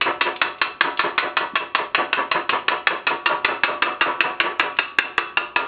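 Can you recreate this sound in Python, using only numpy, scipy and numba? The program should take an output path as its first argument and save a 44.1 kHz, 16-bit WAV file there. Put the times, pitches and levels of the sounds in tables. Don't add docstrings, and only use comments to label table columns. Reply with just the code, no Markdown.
import sys
import numpy as np
from scipy import signal
from scipy.fft import rfft, irfft
from scipy.io import wavfile
from scipy.ndimage import uniform_filter1d, minimum_filter1d
from numba import njit

SR = 44100
rng = np.random.default_rng(int(sys.argv[2]) if len(sys.argv) > 2 else 0)


def to_wav(sig):
    pcm = np.clip(np.atleast_2d(sig), -1, 1) * 32767
    pcm = np.round(pcm).astype(np.int16)
    wavfile.write(sys.argv[1], SR, pcm.T)


N = 250047
T = np.arange(int(.6 * SR)) / SR

# frequency in Hz, relative level in dB.
BACKGROUND_TONE = [(25, -8), (60, 8.5), (150, 5.5), (400, 11), (1200, -5.5), (3000, -6.5), (4500, -32)]
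# start in seconds, level in dB, middle frequency in Hz.
TICKS = [(0.361, -27, 2710), (0.5836, -38, 2640), (0.9728, -25.5, 2920), (1.534, -26.5, 251),
         (4.7672, -29.5, 2360)]
# frequency in Hz, relative level in dB.
RUMBLE_TONE = [(30, -25.5), (100, -25), (145, -8), (205, -12), (265, -9.5), (550, 3), (820, -3.5),
               (1100, -2.5), (1600, -1.5), (2100, -6.5), (2600, -8.5), (3300, -13), (4400, -34.5)]
# pitch in Hz, width in Hz, level over the rumble in dB.
ROCKING_NOTES = [(280, 24, 3), (355, 18, 13), (412, 20, 3), (600, 20, 4), (736, 22, 4), (928, 18, 11),
                 (982, 26, 16), (1143, 12, 12), (1236, 12, 6), (1312, 14, 5), (1720, 40, 4)]
# frequency in Hz, relative level in dB.
FIZZ_TONE = [(2000, -19.5), (4800, 4), (5700, -4), (6700, 2), (8000, -12), (10000, -7)]
# start in seconds, strength in dB.
OVERLOAD_SPITS = [(4.204, -52), (4.5935, -46.5), (4.9851, -36), (5.1784, -41.5)]
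# pitch in Hz, seconds to fade by 60 dB,
# then three relative levels in dB, for a peck on spot 0, 1 and 2 of the wall.
CAN_NOTES = [(354.2, 0.3, -2.5, -1.5, 4), (640.6, 0.17, 7, -11.5, -4), (981, 0.14, -11, -8, 12),
             (1094, 0.11, 11.5, -12.5, -7.5), (1128, 0.76, -13.5, -6.5, -6), (1200, 0.45, -13.5, -4, 5),
             (1305, 0.47, -7, -1.5, -8.5), (1415, 0.39, -24.5, -6.5, 6), (1380, 0.18, -26, -12, -7),
             (1480, 0.39, 1, -8.5, -16.5), (1480, 0.3, -14.5, -6, -5.5), (1794, 0.094, -7.5, -6, -7),
             (1895, 0.036, 4.5, -13.5, -9.5), (2020, 0.032, -6, -4.5, -1.5), (1985, 0.36, 0, -20, -20.5),
             (1940, 0.19, -23, -6.5, -8), (2220, 0.14, -13.5, -23, -21), (2590, 0.2, -15.5, -5.5, -23.5),
             (2681, 0.055, -1, 4.5, -2.5), (2640, 0.12, -1, 0.5, -1.5), (2880, 0.049, -8, -10, -13),
             (3190, 0.12, 6.5, -8, 0), (3356, 0.053, 8, 11, 5.5), (3690, 0.1, -8, 4.5, 7),
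             (3900, 0.017, -6.5, -20, 10.5)]
# time in seconds, spot from 0 to 2.
BEAK_PATH = [(0, 0.5), (2.6, 0), (3.25, 1.62), (3.85, 1.26), (4.35, 0.56), (5.6, 2)]
# lowest pitch in Hz, highest pitch in Hz.
GROUP_RANGES = [(280, 760), (900, 1450), (1480, 2200), (2300, 2920), (3080, 4400)]
# level in dB
# before the roll, level in dB after it, dB added per dB of force, dB added per dB of ping.
GROUP_LEVELS = [(-31, -28.5, 0.96, 0), (-20, -20, .5, -0.5), (-19.5, -19, 2.1, 0), (-20, -17.5, 0.2, 0.5),
                (-25, -28, 1.12, 0)]
# start in seconds, force in dB, bite (boost of the first moment) in dB, lower dent
# note in Hz, ping of the upper dent note in dB, wait before rocking in seconds, rocking level in dB.
PECKS = [(0.011, -2, 3, 2010, 4, .041, -22.5), (0.209, 0, 1.5, 2010, 1, 0.041, -24),
         (0.4142, 0, 4.5, 1800, -2.5, 0.023, -31), (0.6144, 0, 8, 1734, -2, 0.035, -36.5),
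         (0.8084, 2.5, 8.5, 1677, -4, 0.023, -24), (0.9919, -0.5, 0.5, 1760, -6, 0.039, -23),
         (1.178, 0.2, -0.5, 1804, -1, 0.043, -26.5), (1.368, -1.5, 1.5, 1800, -4, 0.031, -28),
         (1.5544, -1.7, 3, 1730, -3, 0.044, -33), (1.7483, -1, 4.5, 1815, -5.5, 0.03, -27),
         (1.9461, 0, 5.8, 1790, 1.5, 0.029, -22.5), (2.1284, -1.7, 6.5, 1600, 2, 0.041, -25),
         (2.3136, -1.7, 6, 1920, -3.5, .026, -23.5), (2.492, -1.7, 3.5, 1810, -1.5, .026, -24.5),
         (2.681, -0.2, 5, 1860, 0, 0.021, -25), (2.8698, 2, 9.5, 1750, -0.5, 0.028, -26),
         (3.0672, -2, -1.5, 1874, 1, 0.026, -25), (3.2583, -0.5, 0.5, 1820, -1, 0.034, -22),
         (3.4454, 1.1, 2, 2003, 1, 0.032, -25), (3.6342, 1.7, 3, 1660, 0, 0.04, -25.5),
         (3.8209, 0.5, 1.5, 1600, -3, 0.03, -27), (4.0093, 0.9, -4.5, 1670, -3, 0.043, -23),
         (4.205, 1.3, 6, 1590, 5.5, .026, -25), (4.4003, 0.3, 3, 1630, 0, 0.031, -25),
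         (4.5958, 1, 0.2, 1645, -2, 0.023, -28), (4.7871, 0.6, 9.5, 1633, 2, 0.022, -50),
         (4.9856, 3.5, 12.5, 1606, 4.5, 0.044, -35), (5.1794, 1.1, 4.5, 1674, -4.5, .022, -38),
         (5.3707, -2, 6.5, 1710, 0, 0.014, -34.5), (5.5599, -1, 4, 1690, -2.5, 0.015, -30)]

FAINT_FIZZ_DB = -59.5


def gain(db):
    return 10 ** (np.asarray(db) / 20)


def rms(x):
    return np.sqrt(np.mean(x ** 2))


def fade(fade_s):
    return np.exp(-np.log(1000) * T / fade_s)


def add(out, start_s, x):
    i = max(int(start_s * SR), 0)
    out[i:i + len(x)] += x[:max(len(out) - i, 0)]


def band(x, low_hz, high_hz, order=3):
    return signal.sosfilt(signal.butter(order, [low_hz, high_hz], "band", fs=SR, output="sos"), x)


def cut_treble(x, top_hz, order):
    return signal.sosfilt(signal.butter(order, top_hz, fs=SR, output="sos"), x)


def shape_tone(x, tone):
    hz, db = np.transpose(tone)
    all_hz = np.maximum(np.fft.rfftfreq(len(x), 1 / SR), 1)
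    curve_db = np.interp(np.log(all_hz), np.log(hz), db)
    return irfft(rfft(x) * gain(curve_db), len(x))


def background(level_db=-53):
    noise = shape_tone(rng.standard_normal(N), BACKGROUND_TONE)
    return gain(level_db) * noise / rms(noise)


def room_echo(x, low_fade_s=0.42, high_fade_s=0.32, build_s=0.0036):
    echoes = rng.standard_normal(len(T)) * (1 - np.exp(-(T / build_s) ** 2))
    tails = echoes * fade(low_fade_s), echoes * fade(high_fade_s)
    low, high = (tail / np.linalg.norm(tail) for tail in tails)
    response = gain(-6) * band(low, 120, 1300, order=1) + gain(-7) * band(high, 1800, 4200, order=1)
    return signal.fftconvolve(x, response)[:N]


def fizz(strength_db, boost_db=5, fade_s=0.034, faint_top_hz=6700, hz_per_db=190):
    top_hz = np.clip(faint_top_hz + hz_per_db * (strength_db - FAINT_FIZZ_DB), 6000, 11000)
    hiss = shape_tone(rng.standard_normal(len(T)), FIZZ_TONE)
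    hiss = cut_treble(hiss, top_hz, order=10)
    return gain(strength_db + boost_db) * hiss / rms(hiss) * fade(fade_s)


def tick(hz, fade_s=0.044, spread=1.3):
    noise = band(rng.standard_normal(len(T)), hz / spread, hz * spread, order=2)
    return noise / rms(noise) * fade(fade_s)


def rolled(time_s, start_s=2.7, length_s=1.4):
    return np.clip((time_s - start_s) / length_s, 0, 1)


def rocking(length_s, contacts_per_s=2500, grit=1.26, swell_s=.011):
    contacts = (rng.random(len(T)) < contacts_per_s / SR) * rng.choice([-1, 1], len(T))
    rattle = contacts / rms(contacts) + grit * rng.standard_normal(len(T))
    swell = 1 - np.exp(-T / swell_s)
    settle = np.exp(-(T / (1.16 * length_s)) ** 1.65)
    rumble = shape_tone(rattle * swell * settle, RUMBLE_TONE)
    ring = sum(gain(db) * signal.lfilter(*signal.iirpeak(hz, hz / width, fs=SR), rumble)
               for hz, width, db in ROCKING_NOTES)
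    out = rumble + ring
    low_mid_level = np.sqrt(np.sum(band(out, 250, 900) ** 2) / (length_s * SR))
    return out / low_mid_level


def low_thud(hz=140, fade_s=.022):
    return np.sin(2 * np.pi * hz * T) * fade(fade_s)


def struck_notes(time_s, dent_hz, dent_fade_s=0.069):
    hz, fade_s, *spot_levels = np.transpose(CAN_NOTES)
    spot = np.interp(time_s, *np.transpose(BEAK_PATH))
    wall_db = sum(max(1 - abs(spot - k), 0) * db for k, db in enumerate(spot_levels))
    wall_db = wall_db + 2.1 * rng.standard_normal(len(hz))
    hz = hz * (1 + .009 * rng.standard_normal(len(hz)))
    dent_db = 5 + 6 * spot
    return np.r_[hz, dent_hz], np.r_[fade_s, dent_fade_s, dent_fade_s], np.r_[wall_db, dent_db, dent_db]


def can_clank(time_s, group_db, dent_hz, bite_db, crack_fade_s=0.11, contact_s=0.00054, press_s=0.009):
    hz, fade_s, note_db = struck_notes(time_s, dent_hz)
    signs = rng.choice([-1, 1], len(hz))
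    bite = gain(bite_db * np.exp(-(T / press_s) ** 2))
    touch = (1 - np.exp(-T / contact_s)) * bite
    opening = T < .02
    out = 0
    for (low_hz, high_hz), db in zip(GROUP_RANGES, group_db):
        members = np.flatnonzero((hz >= low_hz) & (hz < high_hz))
        ring = sum(signs[k] * gain(note_db[k]) * fade(fade_s[k]) * np.sin(2 * np.pi * hz[k] * T)
                   for k in members)
        crack = band(rng.standard_normal(len(T)) * fade(crack_fade_s), low_hz, high_hz)
        group = (ring + gain(1) * crack / rms(crack[opening])) * touch
        out = out + gain(db) * group / rms(group[opening])
    return out


def peck(time_s, force_db, bite_db, lower_dent_hz, ping_db):
    before_db, after_db, per_force, per_ping = np.transpose(GROUP_LEVELS)
    roll = rolled(time_s)
    group_db = before_db + (after_db - before_db) * roll + per_force * force_db + per_ping * ping_db
    upper_dent_hz = (2602 + 88 * roll) * (1 + .03 * rng.standard_normal())
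    clank = can_clank(time_s, group_db, (lower_dent_hz, upper_dent_hz), bite_db)
    thud = gain(group_db[0] - 3) * low_thud()
    return clank + thud


def scene():
    knocks, fizzes = np.zeros(N), np.zeros(N)
    for start_s, force_db, bite_db, lower_dent_hz, ping_db, wait_s, rocking_db in PECKS:
        add(knocks, start_s, peck(start_s, force_db, bite_db, lower_dent_hz, ping_db))
        rocking_s = 0.044 + 0.0091 * rolled(start_s)
        add(knocks, start_s + wait_s, gain(rocking_db) * rocking(rocking_s))
        add(fizzes, start_s, fizz(FAINT_FIZZ_DB))
    for start_s, strength_db in OVERLOAD_SPITS:
        add(fizzes, start_s, fizz(strength_db))
    for start_s, db, hz in TICKS:
        add(knocks, start_s, gain(db) * tick(hz))
    in_room = background() + knocks + room_echo(knocks)
    dull = cut_treble(in_room, top_hz=4300, order=14)
    return (dull + fizzes)[None]


@njit
def follow_level(x, rise_s, fall_s):
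    out, level = np.empty(len(x)), 0.
    for i in range(len(x)):
        lag_s = rise_s if abs(x[i]) > level else fall_s
        level += (abs(x[i]) - level) / (lag_s * SR)
        out[i] = level
    return out


def record(dry, threshold=0.18, ceiling=.93, top_hz=10100):
    level = follow_level(dry[0], rise_s=0.0084, fall_s=0.24)
    turned_down = dry / np.maximum(level / threshold, 1)
    limiter = ceiling / np.maximum(np.abs(turned_down), ceiling)
    limiter = minimum_filter1d(limiter, size=81)
    limiter = uniform_filter1d(uniform_filter1d(limiter, size=41), size=41)
    treble_cut = signal.ellip(8, .2, 70, top_hz, fs=SR, output="sos")
    return signal.sosfilt(treble_cut, turned_down * limiter)


dry = scene()
out = record(dry)
to_wav(out)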